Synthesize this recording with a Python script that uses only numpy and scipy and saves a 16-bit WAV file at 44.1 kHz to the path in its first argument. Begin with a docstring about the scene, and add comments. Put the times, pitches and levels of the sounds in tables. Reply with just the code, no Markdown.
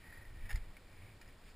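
"""A skier on packed snow gathers both poles into one hand, heard from a body-worn camera in a plastic case.
Gloves and jacket rub first, with small clicks of gear, over a steady hiss. Light wind rumbles up; at half
a second a pole scrapes briefly and a jolt thumps the case. Sleeves rustle on, the gear clicks again and a
wrist strap brushes the glove. Throughout, the recorder holds each sample of a slow converter, which
mirrors the middle range into the treble."""
import sys
import numpy as np
from scipy import signal
from scipy.fft import rfft, irfft
from scipy.io import wavfile

SR = 44100
rng = np.random.default_rng(int(sys.argv[2]) if len(sys.argv) > 2 else 0)


def dump_mix(stems):
    """Bounce the given channels to the path in sys.argv[1] as a 16-bit WAV at rate SR."""
    frames = np.atleast_2d(stems).T  # one column per channel
    limited = np.clip(frames, -1, 1)  # hard clip at full scale
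    pcm = np.round(limited * 32767).astype(np.int16)
    wavfile.write(sys.argv[1], SR, pcm)


N = 68355
TIME = np.arange(N) / SR

# gloves and jacket rubbing: (time [s], level [dB])
RUB_ENVELOPE = [(0, -69.5), (.07, -60), (.19, -60.5), (.29, -68.5), (.38, -70.5), (.47, -62.5), (.57, -73),
                (.62, -71), (.8, -74.5), (1.25, -80), (1.55, -79)]
# resonances that colour the rub: (pitch [Hz], width [Hz], gain [dB])
RUB_MODES = [(1505, 130, -11), (1817, 61, -1), (1901, 69, 2.5), (2010, 310, -10.5), (2537, 150, -14),
             (850, 86, -11.5), (4540, 4100, -25.5)]
# lighter, higher rustle of sleeves and straps: (time [s], level [dB])
RUSTLE_ENVELOPE = [(0, -68.5), (.33, -72.5), (.45, -65.5), (.64, -67.5), (.72, -77), (.86, -73), (.96, -67),
                   (1.04, -65.5), (1.12, -68), (1.18, -79.5), (1.29, -68), (1.39, -81), (1.48, -66.5),
                   (1.55, -84)]
# resonances that colour the rustle: (pitch [Hz], width [Hz], gain [dB])
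RUSTLE_MODES = [(1854, 240, -5.5), (2327, 192, 1), (3500, 790, -15.5), (5050, 600, -17)]
# a wrist strap brushing past the glove: (time [s], level [dB])
BRUSH_ENVELOPE = [(1.36, -100), (1.44, -74.5), (1.48, -67), (1.52, -69.5), (1.55, -86)]
# broad resonances of the brush: (pitch [Hz], width [Hz], gain [dB])
BRUSH_MODES = [(950, 600, -5), (2230, 910, 3), (5080, 900, 0)]
def clothing():
    """Gloves, sleeves and straps rub as the arms move: three layers of friction."""
    rub = envelope(RUB_ENVELOPE) * friction(RUB_MODES)
    rustle = envelope(RUSTLE_ENVELOPE) * friction(RUSTLE_MODES)
    brush = envelope(BRUSH_ENVELOPE) * friction(BRUSH_MODES)
    return rub + rustle + brush


# pole scrape cues: (time [s], length [s], level [dB])
SCRAPES = [(0.4548, 0.0048, -56.5), (0.4898, 0.012, -50.5), (.5035, .013, -45.5), (.523, .028, -58.5),
           (.566, 0.014, -59.5), (1.218, .012, -61), (1.284, 0.007, -60.5), (1.474, .008, -65.5)]
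# resonances of the scraping poles: (pitch [Hz], width [Hz], gain [dB])
SCRAPE_MODES = [(760, 320, -8), (1460, 100, -5.5), (1670, 88, 3.5), (1895, 109, 7.5), (2290, 170, -4),
                (2763, 280, -5.5), (3683, 145, -8.5), (5150, 285, -6)]
def pole_scrapes(attack_s=.003, release_s=.0045):
    """A pole slides: its friction swells quickly, holds and dies away."""
    force = 0
    for start, length, db in SCRAPES:
        attack = np.clip((TIME - start) / attack_s, 0, 1)
        release = np.exp(-np.maximum(TIME - start - length, 0) / release_s)
        force += from_db(db) * attack * release
    return force * friction(SCRAPE_MODES)


# hits of poles and gear: (time [s], level [dB], ring pitch [Hz], ring gain [dB], crack gain [dB])
CLICKS = [(.0667, -61, 1820, 11, -10), (0.125, -62, 1790, 15.5, 0), (.172, -66, 1900, 12, -10),
          (.2518, -65, 1946, 12.5, -10), (.3716, -59, 1820, 5.5, -6), (.4975, -57, 5240, 7, -1),
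          (.5068, -60, 1790, -1, -11), (.5293, -55, 1820, 5, 8), (0.5573, -45, 2100, 1, -2),
          (0.559, -62.5, 4180, 7, 2), (.5605, -59.5, 4930, 7, -4), (.5745, -53.5, 3290, -4.5, -4),
          (0.7673, -60.5, 2200, 11.5, 1), (.770, -62, 2380, 6.5, -5), (1.199, -64, 1850, 0, -6),
          (1.2137, -52, 1870, 2, -2.5), (1.2161, -55, 2385, 4, -7), (1.258, -62.5, 1825, 6, -5),
          (1.277, -60.5, 2330, -1, 2)]
# body resonances shared by all clicks: (pitch [Hz], gain [dB])
CLICK_MODES = [(900, -10.5), (1390, -11), (1860, -5), (2330, -11.5), (3630, -20.5), (4700, -21),
               (4950, -20), (5120, -17)]
def gear_clicks(crack_t60_s=.011, ring_t60_s=.034, body_t60_s=.042):
    """Each contact gives a noisy crack, one ring of its own and the shared body resonances."""
    grit = noise([(300, -8), (1500, -7), (6000, 5)])
    out = 0
    for start, db, ring_hz, ring_db, crack_db in CLICKS:
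        age = TIME - start
        body = 0
        for hz, mode_db in CLICK_MODES:
            strength = from_db(mode_db + rng.normal(0, 1.8)) * rng.choice([-1, 1])
            body += strength * np.sin(2 * np.pi * hz * age) * decay(age, body_t60_s)
        ring = from_db(ring_db) * np.sin(2 * np.pi * ring_hz * age) * decay(age, ring_t60_s)
        crack = from_db(crack_db) * grit * decay(age, crack_t60_s)
        out += from_db(db) * (body + ring + crack)
    return out


# low thumps of the case: (centre time [s], half the gap from push to pull [s], peak level [dB])
THUMPS = [(0.199, 0.0029, -47.5), (.546, 0.0065, -31), (0.548, 0.0029, -35.5), (0.574, 0.0052, -38),
          (0.619, 0.0073, -41.5), (1.282, 0.0028, -50.5)]
def case_thumps():
    """A jolt squeezes the air in the case and lets it swing back once."""
    out = 0
    for centre, half_gap, db in THUMPS:
        swing = (TIME - centre) / half_gap
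        out -= from_db(db) * swing * np.exp(.5 - .5 * swing ** 2)
    return out


# swells of the wind: (time [s], level [dB])
WIND_ENVELOPE = [(0, -60), (.18, -58.5), (.32, -44.5), (.46, -46), (.6, -51.5), (.68, -46), (.75, -54),
                 (1.2, -61.5), (1.4, -59), (1.55, -56)]
# its sub-heavy tone: (frequency [Hz], relative level [dB])
WIND_SPECTRUM = [(12, -1), (20, -5.5), (32, -10.5), (50, -21.5), (90, -25.5), (140, -38), (400, -64)]
def wind():
    """Light wind rumbles on the case."""
    return envelope(WIND_ENVELOPE) * noise(WIND_SPECTRUM)


# handling noise: (time [s], level [dB])
HANDLING_ENVELOPE = [(0, -63), (.18, -60), (.28, -72), (.37, -56.5), (.55, -54), (.63, -59.5), (.70, -69),
                     (.92, -64), (1.05, -59), (1.2, -65.5), (1.3, -62.5), (1.42, -71.5), (1.55, -78)]
# its bassy tone: (frequency [Hz], relative level [dB])
HANDLING_SPECTRUM = [(30, -17), (60, -5.5), (95, 2.5), (135, -12), (200, -17.5), (500, -31)]
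def handling():
    """Handling adds a low flutter that comes and goes."""
    return envelope(HANDLING_ENVELOPE) * noise(HANDLING_SPECTRUM)


# tone of the background bed: (frequency [Hz], relative level [dB])
HISS_SPECTRUM = [(30, -5), (150, 2), (260, -1), (500, -3.5), (850, -7.5), (1150, -8.5), (1800, -9),
                 (2400, -15.5), (2900, -13), (4200, -15.5), (5300, -15.5), (6000, -11.5)]
def hiss(level_db=-63.5):
    """A soft, steady hiss lies under everything."""
    return from_db(level_db) * noise(HISS_SPECTRUM)


def friction(modes, slips_per_s=11000, spread_db=1):
    """Dense tiny slips of uneven size drive parallel resonances; rms 1."""
    sizes = from_db(spread_db * np.minimum(rng.exponential(1, N), 4)) * rng.choice([-1, 1], N)
    slips = sizes * (rng.random(N) < slips_per_s / SR)
    out = 0
    for k, (hz, width, db) in enumerate(modes):
        radius = np.exp(-np.pi * width / SR)
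        feedback = [1, -2 * radius * np.cos(2 * np.pi * hz / SR), radius ** 2]
        band = (1 - radius ** 2) / 2 * signal.lfilter([1, 0, -1], feedback, slips)
        out += (-1) ** k * from_db(db) * band  # alternate polarity fills the gaps between peaks
    return unit_rms(out)


def noise(spectrum):
    """Noise with a smooth spectrum that ends at its last point; rms 1."""
    hz, db = np.transpose(spectrum)
    bins = np.maximum(np.arange(N + 1) * SR / (2 * N), 1)
    gain = from_db(np.interp(np.log(bins), np.log(hz), db)) * (bins > 10) * (bins < hz[-1])
    return unit_rms(irfft(rfft(rng.standard_normal(2 * N)) * gain)[:N])


def envelope(points):
    """Gain curve through (time [s], level [dB]) points."""
    return from_db(np.interp(TIME, *np.transpose(points)))


def decay(age, t60):
    """Tail that starts at age zero and falls 60 dB in t60 seconds."""
    return (age >= 0) * np.exp(-np.log(1000) * np.maximum(age, 0) / t60)


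def from_db(db):
    """Decibels to gain."""
    return 10 ** (np.asarray(db) / 20)


def unit_rms(x):
    """Scale to rms 1."""
    return x / np.sqrt(np.mean(x ** 2) + 1e-20)


def scene():
    """Everything reaches both channels alike through the case."""
    mix = clothing() + pole_scrapes() + gear_clicks() + case_thumps() + wind() + handling() + hiss()
    return np.tile(mix, (2, 1))


# electronic hiss, opposite in left and right: (frequency [Hz], relative level [dB])
SIDE_HISS_SPECTRUM = [(40, -24), (90, -23), (210, -3), (350, 0), (1200, -1), (1900, -4.5), (3300, -0.5),
                      (5000, -4), (5600, -10), (6000, -26), (6500, -9), (7200, -5.5), (8500, -8.5),
                      (9600, -17)]
CONVERTER_HZ, CONVERTER_EDGE_HZ, HOLD_COUNT = 12000, 5390, 4
CENTRE_HISS_DB, SIDE_HISS_DB, CUTOFF_HZ = -84.5, -79.5, 15200
def record(dry):
    """A slow converter holds each sample, the electronics add faint hiss, the top is cut."""
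    smooth = signal.sosfilt(signal.butter(12, CONVERTER_EDGE_HZ, fs=SR, output="sos"), dry)
    slow = signal.resample_poly(smooth, CONVERTER_HZ, SR, axis=1)
    steps = np.repeat(slow, HOLD_COUNT, axis=1)  # the staircase mirrors the mids into the treble
    held = signal.resample_poly(steps, SR, CONVERTER_HZ * HOLD_COUNT, axis=1)[:, :N]
    centre_hiss = from_db(CENTRE_HISS_DB) * rng.standard_normal(N)
    side_hiss = from_db(SIDE_HISS_DB) * noise(SIDE_HISS_SPECTRUM) * np.array([[1], [-1]])
    high_cut = signal.ellip(10, .1, 80, CUTOFF_HZ, fs=SR, output="sos")
    return signal.sosfilt(high_cut, held + centre_hiss + side_hiss)


dry = scene()
out = record(dry)
dump_mix(out)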